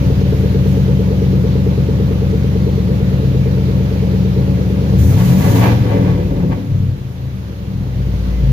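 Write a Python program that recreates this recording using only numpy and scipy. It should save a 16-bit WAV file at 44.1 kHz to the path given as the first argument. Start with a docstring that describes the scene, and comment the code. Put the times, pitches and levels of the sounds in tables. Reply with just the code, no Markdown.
"""The deep boom of an eight-cylinder engine idling in a workshop; it is blipped once and sags below idle.
The firings of two uneven banks make harmonics of the engine cycle, shaped by exhaust resonances, and a hum wavers.
Each firing knocks on ringing modes, the hardest also whoops; filtered noise gives the rustle of the valve gear
and the hiss of the intake, strongest on open throttle. A sleeve brushes past in the same hiss; later a loose
shield buzzes as random taps ring its sheet, and near the end a faint pure tone squeaks."""
import sys
import numpy as np
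from scipy import signal
from scipy.fft import rfft, irfft, next_fast_len
from scipy.io import wavfile
from scipy.ndimage import uniform_filter1d, minimum_filter1d

SR = 44100
rng = np.random.default_rng(int(sys.argv[2]) if len(sys.argv) > 2 else 0)


def wav_record(signal):
    """Record a signal, one row per channel, as 16-bit PCM in the file named by sys.argv[1]."""
    frames = np.transpose(np.atleast_2d(signal))
    bounded = np.clip(frames, -1, 1)
    # unit amplitude maps onto the largest positive 16-bit level
    quanta = np.round(bounded * 32767).astype(np.int16)
    wavfile.write(sys.argv[1], SR, quanta)


N = 375732  # samples

# Engine speed. Each row: time in seconds, engine cycles per second (one cycle is eight firings).
SPEED = [(0.0, 9.017), (1.2, 8.904), (1.9, 9.03), (2.5, 8.958), (3.2, 8.764), (3.9, 8.865), (4.95, 8.882),
         (5.04, 9.683), (5.16, 12.894), (5.4, 18.119), (5.55, 22.539), (5.76, 23.108), (6.05, 19.579),
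         (6.2, 19.101), (6.4, 16.005), (6.56, 14.9), (6.7, 12.5), (6.87, 11.7), (7.0, 10.4), (7.3, 9.005),
         (7.75, 7.876), (8.52, 6.771)]
IDLE_HZ, FIRST_TURN = 8.95, .105  # cycle rate at idle; part of a cycle already run at the start
# Engine load. Each row: time in seconds, manifold knock in dB, treble in dB over idle, weaker orders in dB.
LOAD = [(0, -26, 2, -16.5), (1, -27, 0.34, -16.5), (2.7, -28, -0.05, -17.5), (4.8, -26.5, 0.4, -18),
        (5.05, -23, 3.4, -12.5), (5.2, -24, 4.5, -18), (5.5, -21, 5.5, -16), (5.67, -17, 9.5, -22),
        (5.8, -27, 2.5, -28), (5.98, -17, 1, -11.5), (6.25, -25, -2, -18), (6.5, -23, -4, -13),
        (6.62, -32, -4, -19.5), (7.05, -43.5, -6.5, -38), (7.5, -38.5, -5.5, -31), (7.75, -37, -5, -23),
        (8.0, -37, -3.5, -29.5), (8.28, -34, -1, -28), (8.42, -32.5, -2.5, -18), (8.52, -34, -1, -21)]
# Push of the exhaust. Each row: time in seconds, level in dB over idle.
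PUSH = [(0, 0), (1, -1.5), (2.7, -2), (4.85, -2.5), (5.05, 6), (5.2, 0), (5.45, 8), (5.67, 11), (5.8, 6),
        (5.98, 4), (6.3, 0), (6.5, 2.5), (6.62, -14), (6.72, 1), (6.86, 1), (6.98, -11), (7.5, -10.5),
        (8.0, -.5), (8.25, -2.5), (8.52, -.5)]
# Throttle stabs. Each row: opens at s, starts to shut at s, depth 0-1.
THROTTLE = [(4.967, 5.106, 1), (5.15, 5.613, 0.84)]
OPENING_S, SHUTTING_S = 0.03, .11

# Which of the two pipes each of the eight firings leaves by (0 or 1).
BANK = np.array([1, 0, 1, 1, 0, 1, 0, 0])
# Relative strength of the knock of each of the eight firings in dB.
CYLINDER_DB = [0.5, -1, -6.5, -1, -13, -0.5, -5.5, -5]
# Strong clean orders. Each row: multiple of the cycle rate, dB at idle, dB more per octave of speed,
# dB more on open throttle.
STRONG_ORDERS = [(3, -20, -12.3, -19), (4, -32, -6, -2), (5, -39.5, 5, -0.5), (8, -26, -9.5, 6),
                 (9, -50, 19, -9.5), (11, -33.5, 11, 2), (13, -32.5, 11.5, 4.5)]
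# Weaker orders. Each row: multiple of the cycle rate, relative level at idle in dB.
WEAK_ORDERS = [(6, -12), (7, -17.5), (10, -10.5), (12, -19), (14, -8), (15, -4.5), (16, -2.5), (17, -10),
               (18, -29.5), (19, -4.5), (20, -26), (21, 3.5), (22, -50), (23, -43), (24, -7.5), (25, -22.5),
               (26, -13)]
SMEAR = .37  # the pipes spread each pulse in time: radians per order squared
# How well the tailpipe carries a strong order. Each row: frequency in Hz, gain in dB.
PIPE = [(25, -31.5), (45, -3.5), (55, 12.5), (63, 0), (72, 8.4), (86, 5.7), (96, 14), (106, 12), (115, 12),
        (128, 7.6), (143, 8), (160, .5), (180, 9), (200, -8), (300, -32)]
# Exhaust and cabin resonances. Each row: frequency in Hz, width in Hz, relative level in dB.
BOOM = [(58.4, 4.6, -5.5), (105.4, 6.9, -4), (119.3, 5.4, -12.5), (131, 5.1, 1), (141.4, 21, -2.5),
        (179.2, 15.7, -3.5), (184.7, 7.5, 1.5), (226, 10.4, -8)]
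# A control rule holds: dB at idle, share of the control, dB more on open throttle, dB per octave of speed.
# Rule for the uneven firings; the control is the push.
UNEVEN_RULE = (-23.5, .45, 6.5, -2)
# Narrow wavering hum. Each row: time in seconds, frequency in Hz, level in dB rms.
DRONE = [(0, 135.3, -16), (2.6, 135.3, -27), (3.1, 132.5, -16.5), (3.6, 133.1, -21), (4.7, 132.5, -22.5),
         (5.1, 129.8, -13.5), (5.6, 129.6, -20), (6.2, 129.6, -20.5), (6.5, 131, -62), (6.9, 130.8, -25),
         (7.3, 129.6, -25), (7.55, 126.3, -46), (8.0, 129, -17.5), (8.25, 130.1, -38), (8.52, 135.2, -14)]
# Modes of manifold and floor pan. Each row: frequency in Hz, relative level in dB, t60 in seconds.
PAN = [(222, -1.5, 0.061), (276.1, 1.5, 0.16), (288.5, 0, 0.083), (360.6, -2.5, 0.21), (414.2, -3.5, 0.12),
       (441.2, -7, 0.3), (494.3, -4.5, 0.23), (557.7, -3, 0.14), (728.5, -21, 0.15), (836.7, -18, 0.16),
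       (920, -14, 0.1), (1100, -27, 0.029)]
# Whoop of the hardest firing in the header. Each row: time in seconds, strength of the blow in dB.
WHOOP = [(0, -7.5), (2.4, -8.5), (3.2, -10.5), (4.8, -11.5), (5.0, -17), (5.3, -36), (7.6, -41), (8.5, -30)]

# Spectrum of the valve gear. Each row: frequency in Hz, relative density in dB per Hz.
GEAR = [(120, -45), (200, -17), (216, -35), (281, -14), (318, -10.5), (446, -13.5), (571, -15), (627, -20),
        (908, -22), (1360, -24.5), (4120, -30), (6650, -39.5), (8000, -103), (10400, -91), (17600, -120)]
# Spectrum of intake and sleeve. Each row: frequency in Hz, relative density in dB per Hz.
HISS = [(2350, -9.5), (4000, -3), (4970, -4), (6630, 3), (7870, -6), (8440, -8.5), (9630, -3), (13600, 0.5),
        (15100, 3.5), (15800, -44.5)]
# Control rule for the valve gear; the control is the treble level.
GEAR_RULE = (-33, 1.12, 0.2, -0.1)
# Control rule for the intake; the control is the treble level.
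INTAKE_RULE = (-48.5, 0.92, 11.5, 0.7)
# Left-right likeness of the noise. Each row: frequency in Hz, correlation from -1 to 1.
SAME = [(60, 0.98), (130, -0.067), (290, 0.91), (640, 0.27), (1410, -0.34), (3100, 0.074), (6820, -0.091),
        (15000, 0.036)]
# A sleeve brushes past. Each row: loudest at s, level in dB, rise in seconds, fall in seconds.
RUSTLE = [(.4, -56, .03, .04), (.7, -52, .04, 0.091)]
# Bursts of a loose heat shield. Each row: loudest at s, level in dB, rise in seconds, fall in seconds.
RATTLE = [(5.214, -25.5, 0.045, 0.028), (5.32, -32, .04, .05), (5.46, -26, 0.066, 0.082),
          (5.65, -13.5, 0.046, 0.048), (5.92, -28, 0.073, 0.17), (6.09, -36, 0.06, 0.048),
          (6.22, -41, 0.0089, 0.014), (6.4, -39, 0.048, .04), (6.52, -28, 0.008, 0.033)]
# Resonances of the shield. Each row: frequency in Hz, width in Hz, relative level in dB.
SHIELD = [(744, 64, 6.5), (900, 170, 9), (1115, 24, 9), (1630, 310, 0), (2000, 61, 1), (2320, 58, -3),
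          (2930, 120, -16), (3510, 250, -32)]
SHIELD_REST_DB = -54  # between bursts
# A faint squeak. Each row: loudest at s, level in dB rms, rise in seconds, fall in seconds.
SQUEAK = [(8.39, -49, .07, .035)]
SQUEAK_HZ = 2040

BOOM_LAG, KNOCK_LAG = 20, 12  # samples by which the left port hears late
# Balance of the ports. Each row: frequency in Hz, left over right in dB.
BALANCE_DB = [(60, 2), (250, 2), (600, 2), (1300, 0.6), (2400, -4), (4400, -1.5), (9000, 0.3)]
CEILING, EDGE_HZ = .95, 15800  # limiter ceiling (full scale is 1); upper band edge


def gain_of(db):
    """Decibel law: 20 dB is a tenfold amplitude."""
    return 10 ** (np.asarray(db) / 20)


def evened(x):
    """Normalisation to an rms of 1."""
    return x / np.sqrt(np.mean(x ** 2) + 1e-20)


def read(points, hz):
    """Interpolation of a table along logarithmic frequency."""
    f, value = np.transpose(points)
    return np.interp(np.log(hz + 1), np.log(f + 1), value)


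def curve(rows, column):
    """Linear interpolation of one table column over time."""
    rows = np.array(rows)
    return np.interp(np.arange(N) / SR, rows[:, 0], rows[:, column])


def drift(seconds, count):
    """Slow random modulation: straight lines between normal random knots, a set time apart."""
    knots = rng.standard_normal((count, 400))
    knot_time = np.arange(N) / SR / seconds
    return np.array([np.interp(knot_time, np.arange(400), k) for k in knots])


def filtered(x, response):
    """Linear filtering: the spectrum is multiplied by a frequency response."""
    size = next_fast_len(N + SR)
    hz = np.fft.rfftfreq(size, 1 / SR)
    return irfft(rfft(x, size) * response(hz), size)[..., :N]


def resonances(rows, hz):
    """Superposition of damped resonances, each a complex peak of given width."""
    return sum(gain_of(db) / (1 + 2j * (hz - f) / width) for f, width, db in rows)


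def bursts(rows):
    """Exponential growth to a peak and exponential decay after it, as a gain."""
    t = np.arange(N) / SR
    return sum(gain_of(db) * np.exp(-np.maximum((s - t) / rise, (t - s) / fall)) for s, db, rise, fall in rows)


def throttle():
    """Valve opening 0-1: each stab ramps open and ramps shut."""
    t = np.arange(N) / SR
    return np.maximum(*[np.interp(t, [a, a + OPENING_S, b, b + SHUTTING_S], [0, depth, depth, 0])
                        for a, b, depth in THROTTLE])


def follow(rule, control_db):
    """Level in dB as a sum of the effects of control, throttle and speed."""
    idle_db, share, open_db, slope_db = rule
    octaves = np.log2(curve(SPEED, 1) / IDLE_HZ)
    return idle_db + share * control_db + open_db * throttle() + slope_db * octaves


def firings(turns):
    """Eight equal divisions of the cycle: sample and cylinder of every firing."""
    count = np.floor(8 * turns)
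    at = np.flatnonzero(np.diff(count)) + 1
    return at, count[at].astype(int) % 8


def boom(hz):
    """Exhaust resonances within a band: little passes far below or above them."""
    return resonances(BOOM, hz) / (1 + (44 / (hz + 1e-9)) ** 4) / (1 + (hz / 400) ** 2)


def pipe(hz):
    """Minimum-phase response of the tailpipe: its peaks ring on after an order has passed through them."""
    log_gain = np.log(gain_of(read(PIPE, hz)))
    circle = signal.hilbert(np.r_[log_gain, log_gain[-2:0:-1]])
    return np.exp(np.conj(circle[:len(hz)]))


def order_tone(k, turns, chance):
    """Fourier harmonic of the cycle, its phase set by the uneven firing of the banks."""
    phases = np.angle(np.fft.fft(BANK + 0.21 * gain_of(CYLINDER_DB)))
    return np.cos(2 * np.pi * k * turns + phases[k % 8] + SMEAR * k * k + chance)


def exhaust(turns):
    """Harmonics through resonances: strong orders follow the push, weak ones their own level."""
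    push_db = curve(PUSH, 1)
    strong = np.zeros(N)
    for (k, db, slope_db, open_db), chance in zip(STRONG_ORDERS, drift(0.22, count=len(STRONG_ORDERS))):
        level_db = follow((db, 1, open_db, slope_db), push_db)
        strong += np.sqrt(2) * gain_of(level_db) * order_tone(round(k), turns, 0.3 * chance)
    weak = np.zeros(N)
    for (k, db), chance in zip(WEAK_ORDERS, drift(.15, count=len(WEAK_ORDERS))):
        idle_response = abs(boom(max(k * IDLE_HZ, 60)))  # divided out, so the table holds at idle
        weak += gain_of(db + 1.0 * chance) / idle_response * order_tone(round(k), turns, 0.37 * chance)
    weak = filtered(weak, boom)
    weak /= np.std(weak[:4 * SR])  # the first four seconds, at idle, set the reference
    return filtered(strong, pipe) + weak * gain_of(curve(LOAD, 3))


def rumble(turns):
    """Impulse excitation: no two firings burn alike, and the differences ring the boom resonances."""
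    at, _ = firings(turns)
    kicks = np.zeros(N)
    kicks[at] = rng.uniform(-1.2, 1, len(at))
    return evened(filtered(kicks, boom)) * gain_of(follow(UNEVEN_RULE, curve(PUSH, 1)))


def drone():
    """Frequency modulation: a narrow hum wavers about a pitch independent of engine speed."""
    wavering_hz = curve(DRONE, 1) + 1.43 * drift(0.048, count=1)[0]
    cycles = np.cumsum(wavering_hz) / SR
    return np.sqrt(2) * gain_of(curve(DRONE, 2)) * np.sin(2 * np.pi * cycles)


def knock(turns):
    """Modal ringing: each firing strikes the manifold, more raggedly the faster the engine runs."""
    at, cylinder = firings(turns)
    timing_luck, size_luck = rng.standard_normal((2, len(at)))
    ragged = (curve(SPEED, 1)[at] / IDLE_HZ) ** 1.43
    blows = np.zeros(N + 400)
    # a lead-in of 200 samples, cut off below, lets blows come early as well as late
    shift = np.clip(200 + 12 * ragged * timing_luck, 0, 399).astype(int)
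    size_db = np.array(CYLINDER_DB)[cylinder] + 1.53 * ragged * size_luck
    blows[at + shift] = gain_of(size_db) * (2 * BANK[cylinder] - 1)  # the banks push in opposite senses
    t = np.arange(SR // 4) / SR
    ring = sum(gain_of(db - 60 * t / t60) * np.sin(2 * np.pi * hz * t) for hz, db, t60 in PAN)
    soft_onset = 1 - np.exp(-t / 0.0038)
    out = signal.oaconvolve(blows[200:], ring * soft_onset)[:N]
    running_rms = np.sqrt(uniform_filter1d(out ** 2, SR // 2) + 1e-12)
    return out / running_rms * gain_of(curve(LOAD, 1))


def whoop(turns):
    """Gliding resonance: once a cycle a short tone rises in pitch over a duller thud."""
    at, cylinder = firings(turns)
    at = at[cylinder == 0]
    blows = np.zeros(N)
    blows[at] = gain_of(curve(WHOOP, 1)[at] + 1.0 * rng.standard_normal(len(at)))
    t = np.arange(SR // 10) / SR
    rise_hz = 520 - 170 * np.exp(-t / .014)
    tone = np.sin(2 * np.pi * np.cumsum(rise_hz) / SR) * (1 - np.exp(-t / .004)) * gain_of(-60 * t / .075)
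    thud = gain_of(-5.5 - 60 * t / 0.08) * np.sin(2 * np.pi * 335 * t) * (1 - np.exp(-t / 0.0057))
    return signal.oaconvolve(blows, tone + thud)[:N]


def noise(spectrum, level_db, patchy_db, flicker_db):
    """Partly coherent stereo noise, with drifting patches and a flicker shared by all pitches."""
    level_db = level_db[::128]  # one value per frame
    frames, hz = len(level_db), np.fft.rfftfreq(512, 1 / SR)
    a, b, c, d, patches = rng.standard_normal((frames, 257, 5)).T
    patches = evened(uniform_filter1d(uniform_filter1d(patches, 8, 0), 20, 1))
    flicker = evened(uniform_filter1d(rng.standard_normal(frames), 5))
    same = np.clip(read(SAME, hz), -1, 1)[:, None]
    left, other = a + 1j * b, c + 1j * d
    z = np.array([left, same * left + np.sqrt(1 - same ** 2) * other])
    z *= gain_of(read(spectrum, hz)[:, None] + patchy_db * patches + flicker_db * flicker)
    scale = np.std(signal.istft(z, nperseg=512, noverlap=384)[1])
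    out = signal.istft(z * gain_of(level_db), nperseg=512, noverlap=384)[1] / scale
    return np.pad(out, ((0, 0), (0, 512)))[:, :N]


def valve_gear():
    """Broadband friction noise: the rustle follows the treble level and the speed."""
    return noise(GEAR, follow(GEAR_RULE, curve(LOAD, 2)), patchy_db=1.0, flicker_db=0.44)


def intake_and_sleeve():
    """Turbulent noise: the intake hisses with open throttle, and the brushing sleeve hisses alike."""
    level = gain_of(follow(INTAKE_RULE, curve(LOAD, 2))) + bursts(RUSTLE)
    return noise(HISS, 20 * np.log10(level), patchy_db=.8, flicker_db=.25)


def shop(x, t60=0.24):
    """Reverberation: sparse echoes of random sign, other ones for each side."""
    taps = np.zeros((2, SR // 2))
    slots = np.arange(200, SR // 2 - 20, 20)
    at = slots + rng.integers(0, 20, (2, len(slots)))
    np.put_along_axis(taps, at, rng.choice([-1., 1.], at.shape), 1)
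    taps *= gain_of(-60 * np.arange(SR // 2) / SR / t60)
    return signal.fftconvolve(x[None], taps / np.linalg.norm(taps[0]), axes=1)[:, :N]


def shield():
    """Plate resonance: dense random taps ring the thin sheet, other taps for each side."""
    taps = rng.standard_normal((2, N)) * (rng.random((2, N)) < 1500 / SR)  # 1500 a second on average
    ring = filtered(taps, lambda hz: resonances(SHIELD, hz) / (1 + (hz / 5000) ** 4))
    return evened(ring) * (gain_of(SHIELD_REST_DB) + bursts(RATTLE))


def squeak():
    """Pure tone: a thin sine of steady pitch swells and dies."""
    return np.sqrt(2) * bursts(SQUEAK) * np.sin(2 * np.pi * SQUEAK_HZ * np.arange(N) / SR)


def late(x, count):
    """Propagation delay by a number of samples."""
    return np.pad(x, (count, 0))[:N]


def scene():
    """Superposition of all sources, with the engine heard late at the left port."""
    turns = FIRST_TURN + np.cumsum(curve(SPEED, 1)) / SR
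    bass = exhaust(turns) + rumble(turns) + drone()
    blows = knock(turns) + whoop(turns)
    left = late(bass, count=BOOM_LAG) + late(blows, count=KNOCK_LAG)
    near = np.array([left, bass + blows])
    echoes = gain_of(-10.0) * shop(blows) + gain_of(-22) * shop(bass)
    return near + echoes + valve_gear() + intake_and_sleeve() + shield() + squeak()


def record(dry):
    """Reception: two microphone ports differ in colour; a limiter holds the peaks; then the band limit."""
    halves = np.array([[.5], [-.5]])  # each port takes half the balance
    ports = filtered(dry, lambda hz: gain_of(halves * read(BALANCE_DB, hz)))
    allowed = np.minimum(1, CEILING / (abs(ports).max(0) + 1e-9))
    allowed = minimum_filter1d(allowed, size=1001)
    held = ports * uniform_filter1d(uniform_filter1d(allowed, size=500), size=500)
    band_limit = signal.firwin(1023, EDGE_HZ, window=("kaiser", 9), fs=SR)
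    return signal.oaconvolve(held, band_limit[None], "same")


dry = scene()
out = record(dry)
wav_record(out)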